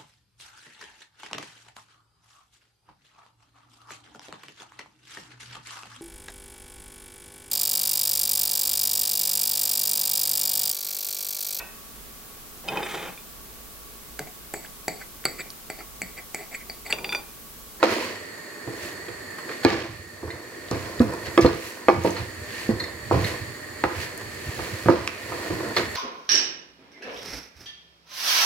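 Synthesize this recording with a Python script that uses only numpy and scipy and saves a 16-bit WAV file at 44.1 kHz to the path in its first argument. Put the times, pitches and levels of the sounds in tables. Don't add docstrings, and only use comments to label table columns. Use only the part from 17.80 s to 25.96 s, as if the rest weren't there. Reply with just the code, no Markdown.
import sys
import numpy as np
from scipy import signal
from scipy.fft import rfft, irfft, next_fast_len
from scipy.io import wavfile
from scipy.ndimage import uniform_filter1d, map_coordinates

SR = 44100
rng = np.random.default_rng(int(sys.argv[2]) if len(sys.argv) > 2 else 0)


def rack_gain(trim_db):
    fader = np.asarray(trim_db, float)
    return 10 ** (fader / 20)


def store_pcm(level_fs):
    pcm = np.round(np.clip(level_fs, -1, 1) * 32767).astype(np.int16)
    wavfile.write(sys.argv[1], SR, np.atleast_2d(pcm).T)


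N = 359856

# f/Hz, level/dB, share of the ring time [1]
POT_MODES = [(184.5, -15.5, 0.99), (243.6, -5, 0.3), (293.7, -2.5, 0.69), (337.8, 5, 0.72),
             (436, 2.5, 0.93), (496.8, 5.5, 0.68), (688, 2.5, 0.43), (803, -2.5, 0.53), (933, 2.5, 0.35),
             (1036, 5, 0.18), (1179, 2, 0.42), (1255, 1, 0.43), (1463, 2, 0.17), (1643, 1, 0.26),
             (2000, -2, 0.2), (2240, -9.5, 0.59), (2489, -3.5, 0.51), (2980, -30, 0.21), (4320, -1, 1),
             (5330, -3, 0.54)]


def unit(x):
    return x / np.sqrt(np.mean(x ** 2) + 1e-20)


def along(points, hz):
    f, v = np.transpose(points)
    return np.interp(np.log(hz + 1), np.log(f + 1), v)


def wobble(rate_hz):
    coarse = np.arange(0, N + 16, 16)
    knots = rng.standard_normal(int(N * rate_hz / SR) + 4)
    return np.interp(np.arange(N), coarse, map_coordinates(knots, [coarse * rate_hz / SR]))


def swells(peak_s, db, rise_s, fall_s, rest_db, rounding):
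    t = np.arange(0, N + 32, 32)[:, None] / SR - peak_s
    distance = np.where(t < 0, -t / np.abs(rise_s), t / np.abs(fall_s))
    power = rack_gain(2 * (db - 20 * distance ** rounding)).sum(axis=1)
    return np.interp(np.arange(N) / 32, np.arange(len(t)), np.sqrt(power + rack_gain(2 * rest_db)))


def filtered(x, response):
    m = next_fast_len(x.shape[-1] + 8192)
    return irfft(rfft(x, m) * response(np.fft.rfftfreq(m, 1 / SR)), m)[..., :x.shape[-1]]


def resonances(modes):
    def response(f):
        total = 0
        for k, (centre, width, db) in enumerate(modes):
            damping = 1j * f * width
            total = total + (-1) ** k * rack_gain(db) * damping / (centre * centre - f * f + damping)
        return total
    return response


def rush(colour, grit_db, grit_rate, alike=None):
    # f/Hz, left-right likeness [1]
    diffuse_alike = [(60, 0.94), (130, 0.47), (290, 0.85), (640, 0.15), (1410, 0.3), (3100, 0.4),
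                     (6820, 0.028), (15000, 0.048)]
    likeness = diffuse_alike if alike is None else alike
    pair = rng.standard_normal((2, N)) * rack_gain(grit_db * wobble(grit_rate))

    def mid_side(hz):
        turn = np.arccos(np.clip(along(likeness, hz), -1, 1)) / 2
        return colour(hz) * [np.cos(turn), np.sin(turn)]

    mid, side = filtered(pair, mid_side)
    return unit(np.array([mid + side, mid - side]))


def kitchen(x, wet_db):
    # f/Hz, t60/s
    room_t60 = [(100, 0.39), (400, 0.32), (2500, 0.64), (8000, 0.016)]
    # f/Hz, left-right likeness of the tail [1]
    tail_alike = [(100, 0.52), (350, 0.93), (700, 0.21), (2000, 0.026)]
    hz, t, z = signal.stft(rng.standard_normal((2, SR // 3)), SR, nperseg=256)
    alike = np.clip(along(tail_alike, hz), 0, 1)[:, None]
    z = np.array([z[0], alike * z[0] + np.sqrt(1 - alike ** 2) * z[1]])
    decay_db = -60 * t / along(room_t60, hz)[:, None]
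    dull_db = -2.26 * np.log2(1 + hz[:, None] / 1000)
    tail = signal.istft(z * rack_gain(decay_db + dull_db), SR, nperseg=256)[1]
    delayed = np.pad(x, (150, 0))[None]
    wet = signal.fftconvolve(delayed, tail / np.linalg.norm(tail[0]), axes=1)
    return np.pad(x, (0, wet.shape[1] - len(x))) + rack_gain(wet_db) * wet


def add(out, s, x):
    part = out[:, round(s * SR):round(s * SR) + x.shape[1]]
    part += x[:, :part.shape[1]]


def fridge():
    hum_hz, hum_db = 99, -65
    unsteady_db = 2.5 * wobble(6)
    phase = 2 * np.pi * hum_hz * np.arange(N) / SR + 1.2 * wobble(3.4)
    return rack_gain(hum_db + unsteady_db) * np.sin(phase)


def whistles():
    # f/Hz, level over the hiss/dB, wander/Hz, breadth/Hz
    whistle_tones = [(1850, -11.5, 35, 90), (6860, -24, 60, 120), (11640, -30, 50, 100)]
    out = np.zeros((2, N))
    for hz, db, wander_hz, breadth_hz in whistle_tones:
        phase = 2 * np.pi * np.cumsum(hz + wander_hz * wobble(7)) / SR
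        shared = wobble(breadth_hz)
        gain = rack_gain(db + 1.5 * wobble(4.6))
        sides = [(0.79 * shared + wobble(breadth_hz)) * np.sin(phase + side) for side in range(2)]
        out = out + gain * np.array(sides)
    return out


def burner():
    # t/s, hiss level/dB
    hiss_levels = [(0.0, -50), (0.84, -49), (1.04, -48), (1.41, -48.5), (1.84, -47.5), (2.07, -55),
                   (2.75, -52), (3.54, -47.5), (4.15, -52), (4.89, -46.5), (5.18, -49), (5.48, -46),
                   (5.79, -48.5), (7.34, -48.5), (8.16, -46)]
    # f/Hz, density/dB per Hz
    hiss_colour = [(18, -50), (30, -22), (81, -12), (392, 2), (597, -8.5), (862, -8.5), (1460, -9.5),
                   (1840, -4), (2160, -8), (2880, -17.5), (3940, -18), (4500, -11), (5690, -25),
                   (6840, -23), (15800, -26)]
    # f/Hz, width/Hz, level over the hiss/dB
    jet_bumps = [(1830, 184, 9), (4400, 330, 8), (6805, 210, 14), (7960, 670, 10.5), (8940, 250, 9),
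                 (11570, 150, 14), (1140, 160, 4), (476, 10.6, 7), (599.6, 24.5, 14)]

    def colour(hz):
        bumps_db = sum(db / (1 + (2 * (hz - c) / w) ** 2) for c, w, db in jet_bumps)
        return rack_gain(along(hiss_colour, hz) + bumps_db)

    hiss_db = np.interp(np.arange(N) / SR, *np.transpose(hiss_levels))
    hiss = rush(colour, grit_db=0.16, grit_rate=38)
    return rack_gain(hiss_db + 9.5) * (hiss + whistles())


def rattles():
    # t/s, peak/dB, low jolt/dB, squeak/dB, high jingle/dB
    rattle_events = [(1.583, -27.5, 0, -13, -24), (1.7104, -25.5, -14, -20, -33), (1.831, -20, -1, -2, -23),
                     (2.5022, -28, -40, -17, -32), (3.462, -30, -22, -23, -41), (3.608, -14, -14, -5, 1),
                     (3.6574, -10.5, -16, -10.5, -25), (4.362, -19, -12, -10, -22),
                     (4.997, -18, -32, -4, -20), (5.036, -23.5, -38, -11, -18),
                     (5.441, -15.5, -35, -12, -26), (6.409, -28.5, 15.5, -23, -25),
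                     (7.9634, -10, -15, -10, -27), (8.15, -20.5, -44, -4, -14)]
    # f/Hz, width/Hz, level/dB
    grate_modes = [(1240, 740, 5), (2020, 185, 2), (2460, 1100, -19), (3660, 89, -6), (4212, 62, 1.5),
                   (5170, 1700, 6), (7000, 830, -29)]
    chatter_s = 0.04
    out, t = np.zeros((2, N)), np.arange(SR // 6) / SR
    for s, db, jolt_db, squeak_db, jingle_db in rattle_events:
        tilt = [(1200, jolt_db + 1.5), (2080, 0), (2500, 0), (4330, squeak_db + 12.5), (5300, jingle_db - 7)]
        onset = 1 - np.exp(-t / (0.15 * chatter_s))
        contacts = rng.standard_normal(len(t)) * rack_gain(-60 * t / chatter_s) * onset
        modes = [(hz, w, level + along(tilt, hz)) for hz, w, level in grate_modes]
        iron = filtered(contacts, resonances(modes))
        add(out, s, kitchen(rack_gain(db) * iron / np.max(np.abs(iron)), wet_db=-8.5))
    return out


def ticks():
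    # t/s, peak/dB, centre f/Hz
    tick_events = [(0.03, -15.5, 3540), (1.8488, -13, 4400), (2.885, -38, 3460), (2.912, -24, 4900),
                   (3.195, -30.5, 3900), (3.337, -30, 8000), (3.576, -40, 7550), (3.748, -30, 7000),
                   (3.905, -38, 9000), (4.237, -28, 6000), (4.307, -23, 6600), (6.377, -29.5, 9200),
                   (7.2755, -17.5, 4860), (7.2756, -14, 2300), (7.2755, -20, 1370), (7.965, -23, 4200),
                   (7.97, -24, 3700), (7.982, -30, 4070), (3.577, -17, 2700), (3.62, -28, 4600),
                   (2.504, -36, 2050)]
    tick_s = .007
    out, t = np.zeros((2, N)), np.arange(SR // 20) / SR
    for s, db, centre_hz in tick_events:
        band = resonances([(centre_hz, .45 * centre_hz, 0)])
        burst = rng.standard_normal(len(t)) * rack_gain(-60 * t / tick_s)
        click = filtered(burst, lambda hz: band(hz) ** 2)
        add(out, s, kitchen(rack_gain(db + 6) * click / np.max(np.abs(click)), wet_db=-9.5))
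    return out


def stroke():
    # t/s, level/dB, fall/s per 20 dB (sign ignored)
    shove_events = [(.12, -34, 0.1), (.25, -44, 0.4), (.89, -37, 0.43), (1.29, -36.5, 0.3),
                    (1.865, -22, 0.4), (2.0, -47, -0.5), (2.45, -38, 0.5), (2.935, -24, 0.2),
                    (3.215, -19, 0.27), (3.41, -33, 0.3), (3.649, -7.5, 0.11), (4.14, -19, 0.34),
                    (4.38, -38, .35), (4.59, -34.5, 0.3), (4.911, -18.5, -0.1), (5.01, -38, -5),
                    (5.15, -51, -2), (5.344, -10.5, 0.17), (5.5, -37, 0.5), (5.75, -46, .3),
                    (6.074, -18.5, 0.02), (6.18, -28, -0.18), (6.36, -44.5, 4), (6.69, -22, 0.03),
                    (6.8, -27, -0.37), (7.08, -19.5, 0.3), (7.5, -34.5, .5), (7.718, -32, 0.1),
                    (7.84, -36.5, -0.3), (7.985, -36, -1)]
    # t/s, level/dB, rise/s per 20 dB, fall/s per 20 dB
    drag_events = [(.04, -14.5, .008, 0.25), (.18, -26, 0.3, 0.2), (.255, -30, .1, .03),
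                   (1.05, -39.5, 0.6, 0.4), (1.7, -36, .1, .15), (1.89, -18, .04, 0.2),
                   (2.505, -37, 0.18, 0.45), (2.925, -30, .015, .15), (3.05, -34, 0.33, 0.8),
                   (3.215, -22.5, .015, 0.23), (3.33, -26, .03, .13), (3.47, -30, .05, .1),
                   (3.62, -20, .04, .1), (3.67, -14, .02, .1), (3.76, -30, .1, .1), (3.86, -35, .5, 0.5),
                   (4.105, -15.5, .02, .12), (4.26, -21.5, .012, .1), (4.38, -31, .03, .15),
                   (4.84, -42, .6, 0.7), (4.91, -28, .015, 0.1), (5.02, -33, .2, .15),
                   (5.33, -17.5, .02, 0.17), (5.54, -29, 0.18, 0.1), (6.06, -28, .02, .2),
                   (6.25, -38, .5, .6), (6.82, -35, 0.3, 0.6), (7.114, -14, .03, 0.16), (7.3, -38, .5, 0.3),
                   (7.66, -32.5, .7, .5), (7.87, -27, 0.3, 0.1), (7.92, -27, .05, .05),
                   (7.985, -20, .03, .11), (8.157, -28, .01, .1)]
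    # t/s, scrape/dB, swish/dB, rise/s per 20 dB, fall/s per 20 dB
    sweep_events = [(0.036, -25, -42, .006, .3), (.115, -27, -34.5, 0.09, 0.25), (.25, -36, -42, .15, .04),
                    (1.05, -39, -42, 0.19, 0.18), (1.7, -42.5, -55, .06, .3), (1.885, -24, -46, 0.04, 0.2),
                    (2.0, -38, -55, .1, .1), (2.92, -42, -52, .01, 0.4), (3.05, -46, -48, 0.54, .5),
                    (3.22, -43.5, -41.5, .02, .35), (3.465, -35, -52, .03, .04),
                    (3.625, -25, -37, 0.02, 0.2), (3.68, -28, -45, .03, .15), (3.86, -36.5, -36, .5, 0.2),
                    (4.11, -32, -39, .025, .2), (4.262, -31.5, -35.5, 0.12, 0.24),
                    (4.375, -34, -50, .02, .1), (4.795, -38, -44, 0.28, 0.33), (4.92, -56, -60, 1, .35),
                    (5.34, -35, -42, .04, 0.47), (5.47, -32.5, -38.5, 0.22, .13),
                    (6.06, -40, -47.5, .02, .3), (6.23, -34.5, -40.5, 0.27, 0.12),
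                    (6.84, -39.5, -43.5, 0.82, 1), (7.115, -31, -41, .04, 0.32),
                    (7.65, -40.5, -45.5, 1.4, 1), (7.98, -26, -38, .04, .13), (8.157, -36, -46, .02, .1)]
    # shake, drag, scrape, swish [dB]
    resting_db = [-63, -56.5, -58.5, -53]
    stroke_rounding = [0.89, 1.13, 0.97, 1.13]
    # f/Hz, density/dB per Hz
    shake_colour = [(15, -60), (25, -13), (54, -7.5), (97, 4.5), (128, -1), (161, -11), (260, -16),
                    (340, -34), (570, -120)]
    # f/Hz, density/dB per Hz
    wood_colour = [(1200, -14), (1800, 5), (2600, 1), (3600, -5.5), (4400, -1), (5500, -9), (7500, -14.5),
                   (10000, -28)]
    # f/Hz, density/dB per Hz
    swish_colour = [(4000, -4), (6500, 2), (9000, -2), (12000, -1), (14000, -8), (16000, -3.5)]
    shove_s, shove_db, settle_s = np.transpose(shove_events)
    sweep_s, scrape_db, swish_db, *slopes_s = np.transpose(sweep_events)
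    shapes = [(shove_s, shove_db, 0.039, settle_s),
              np.transpose(drag_events),
              (sweep_s, scrape_db, *slopes_s),
              (sweep_s, swish_db, *slopes_s)]
    shaking, dragging, scraping, swishing = [
        swells(*rows, rest_db, rounding) for rows, rest_db, rounding in zip(shapes, resting_db, stroke_rounding)]
    wall = resonances([(hz, 22 + hz * 0.064, level - 5 * np.log2(hz / 300)) for hz, level, _ in POT_MODES])
    near = [(100, 0.94), (500, 0.95), (1500, 0.4), (6000, 0.25)]  # f/Hz, left-right likeness
    shake = rush(lambda hz: rack_gain(along(shake_colour, hz)), grit_db=-3.5, grit_rate=29, alike=near)
    drag = rush(wall, grit_db=2.5, grit_rate=200, alike=near)
    scrape = rush(lambda hz: rack_gain(along(wood_colour, hz)), grit_db=2, grit_rate=500, alike=near)
    swish = rush(lambda hz: rack_gain(along(swish_colour, hz)), grit_db=1.5, grit_rate=480)
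    on_metal = rack_gain(-3.0) * dragging * drag + rack_gain(1.5) * scraping * scrape
    return rack_gain(-4.5) * shaking * shake + on_metal + swishing * swish


def after_rings():
    # t/s, base hum/dB, wall hum/dB, t60/s
    spring_offs = [
        (.035, -39, -29, 0.28),
        (1.86, -12, -19.5, 0.4),
        (3.585, -11.5, -22, .4),
        (3.655, -22, -36, 0.24),
        (4.096, -11, -19, 0.41),
        (4.255, -28, -36, .2),
        (5.35, -33, -40, 0.18),
        (7.095, -10.5, -24.5, 0.24),
    ]
    # f/Hz, level/dB
    base_tones = [(340, -1.5), (508, -16.5), (191.7, -12)]
    # f/Hz, level/dB
    wall_tones = [(1176, -0.5), (914, -11), (792, -4.5), (1717, -6.5), (2240, -10.5)]
    waver_rad, waver_hz = 1.2, 40
    out, t = np.zeros((2, N)), np.arange(SR // 2) / SR
    modes = [(hz, db, 0) for hz, db in base_tones] + [(hz, db, 1) for hz, db in wall_tones]
    free = [np.sin(2 * np.pi * hz * np.arange(N) / SR + waver_rad * wobble(waver_hz)) for hz, _, _ in modes]
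    for s, base_db, wall_db, t60_s in spring_offs:
        k = round(s * SR)
        hum = 0
        for (_, db, part), tone in zip(modes, free):
            level_db = db + (base_db, wall_db)[part] + rng.normal(0, 2.4)
            hum = hum + rack_gain(level_db) * tone[k:k + len(t)]
        envelope = rack_gain(-60 * t / t60_s) * (1 - np.exp(-t / 0.0032))
        add(out, s, np.tile(hum * envelope, (2, 1)))
    return out


def thuds():
    # t/s, peak/dB, f/Hz, t60/s
    thud_events = [
        (.875, -29, 129, 0.16),
        (2.913, -26, 198, 0.087),
        (3.2027, -4.5, 251, 0.17),
        (3.647, -12, 270, 0.098),
        (4.891, -10, 238, .12),
        (5.337, -6.5, 114, .12),
        (7.058, -20, 179, .1),
        (7.087, -7, 292, .15),
    ]
    out, t = np.zeros((2, N)), np.arange(SR // 4) / SR
    for s, db, hz, t60_s in thud_events:
        envelope = rack_gain(db - 60 * t / t60_s) * (1 - np.exp(-t / 0.0017))
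        swing = envelope * np.sin(2 * np.pi * hz * t * (1 - 1.4 * t))
        add(out, s, np.tile(swing, (2, 1)))
    return out


def knocks():
    # t/s, peak/dB, stove thump/dB, wall ring/dB, edge crack/dB
    knock_events = [(0.026, -7, -63, -5.5, -7), (0.872, -17, -14, -23, -26), (1.281, -23.5, -20, -22, -6),
                    (1.688, -19, -19, -29, -11), (1.847, 0, -17, -18, -14), (2.428, -19.5, -5, -21, -37),
                    (2.762, -25, -18, -47, -19.5), (2.911, -13.5, 0, -17.5, -33),
                    (3.201, -4, 2, -28.5, -27), (3.574, 1.5, -37, -19.5, -16), (3.645, 3, -9, -16, -45),
                    (4.082, 1, -36, -12, -13.5), (4.245, -1, -8, -13, -62), (4.889, -7.5, -10, -32.5, -35),
                    (5.309, -6.5, -24, -12.5, -33), (5.339, -6.5, 0, -10, -57), (6.036, -9.5, -18, -10, -5),
                    (6.689, -35.5, -11, -4, -9), (6.788, -23, -7, -7, -17), (7.057, -13, 4.5, -20, -15),
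                    (7.083, 0.5, -6, -14, -23), (7.517, -28, 2, -2, -11.5), (7.7, -16.5, 3.5, -18, -21),
                    (7.964, -15, -17, -7.5, -15), (7.986, -14, -6, -20, -20)]
    ring_t60_s, rim_damping = 0.12, 0.23
    knock_delay_s, stagger_s = .002, .0007
    softer, scatter_db = .5, 1.5
    out, t = np.zeros((2, N)), np.arange(SR // 3) / SR
    for s, db, thump_db, wall_db, edge_db in knock_events:
        reach = [(240, thump_db / 2 + 10), (340, 0), (500, wall_db / 3),
                 (1000, wall_db + 10), (2200, edge_db + 8), (4000, edge_db - 12)]
        ring = np.zeros(SR // 8)
        ring_s = ring_t60_s * rack_gain(-rim_damping * max(edge_db + 16.5, 0))
        soft = rack_gain(-softer * min(db + 10.5, 0))
        for hz, level, share in POT_MODES:
            u = np.maximum(t[:len(ring)] - rng.uniform(0, stagger_s) * soft, 0)
            if hz > 600:
                start = np.exp(-u / (0.00035 * soft)) - 1
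            else:
                start = 1 - np.exp(-u / (0.0019 * soft))
            decay_db = level + along(reach, hz) + rng.normal(0, scatter_db) - 60 * u / (ring_s * share)
            ring = ring + start * rack_gain(decay_db) * np.sin(2 * np.pi * hz * rng.normal(1, 0.012) * u)
        ring = np.pad(ring, (0, len(t) - len(ring)))
        ring = filtered(ring, resonances([(627, 5800, 0)]))
        snap_onset = 1 - np.exp(-t / (0.00095 * soft))
        snap = rack_gain(edge_db + 18 - 60 * t / (0.013 * soft)) * snap_onset * rng.standard_normal(len(t))
        crack = filtered(snap, resonances([(1400, 620, 5.5), (2860, 1500, 0.0), (4860, 2400, -8)]))
        thump_gain = rack_gain(thump_db + 1.5 - 60 * t / 0.086) * (1 - np.exp(-t / 0.0029))
        thump = thump_gain * np.sin(2 * np.pi * rng.uniform(105, 137) * t)
        add(out, s + knock_delay_s, kitchen(rack_gain(db - 10.0) * (ring + crack + thump), wet_db=-8))
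    return out


def scene():
    background = fridge() + burner()
    return background + rattles() + ticks() + stroke() + after_rings() + thuds() + knocks()


def top_cut(x):
    return signal.sosfilt(signal.butter(12, 15990, fs=SR, output="sos"), x)


def record(dry):
    # f/Hz, left over right/dB
    port_lean = [(60, -2.4), (130, -4.5), (300, -2.4), (700, -2), (1400, -3), (2800, -3.8), (5600, -.4),
                 (9500, .4), (14000, -1.6)]
    # f/Hz, left lead/rad
    port_lead = [(200, .15), (600, .7), (1500, .6), (3000, 1.1), (6000, 1.7)]

    def ports(hz):
        band = (hz < 15950) / np.sqrt(1 + (55 / (hz + 1)) ** 6)
        lean_db = np.outer([.5, -.5], along(port_lean, hz))
        lead_rad = np.outer([.5, -.5], along(port_lead, hz))
        return band * rack_gain(lean_db) * np.exp(1j * lead_rad)

    x = filtered(dry, ports)
    over_db = np.maximum(20 * np.log10(np.abs(x).max(axis=0) + 1e-9) + 12, 0)
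    release_db = 45 * np.arange(N) / SR
    held_db = np.maximum.accumulate(over_db + release_db) - release_db
    late_db = uniform_filter1d(np.pad(held_db, (round(0.0203 * SR), 0))[:N], size=150)
    mix = np.clip(x * rack_gain(-.55 * late_db), -1, 1)
    return top_cut(mix)


dry = scene()
out = record(dry)
store_pcm(out)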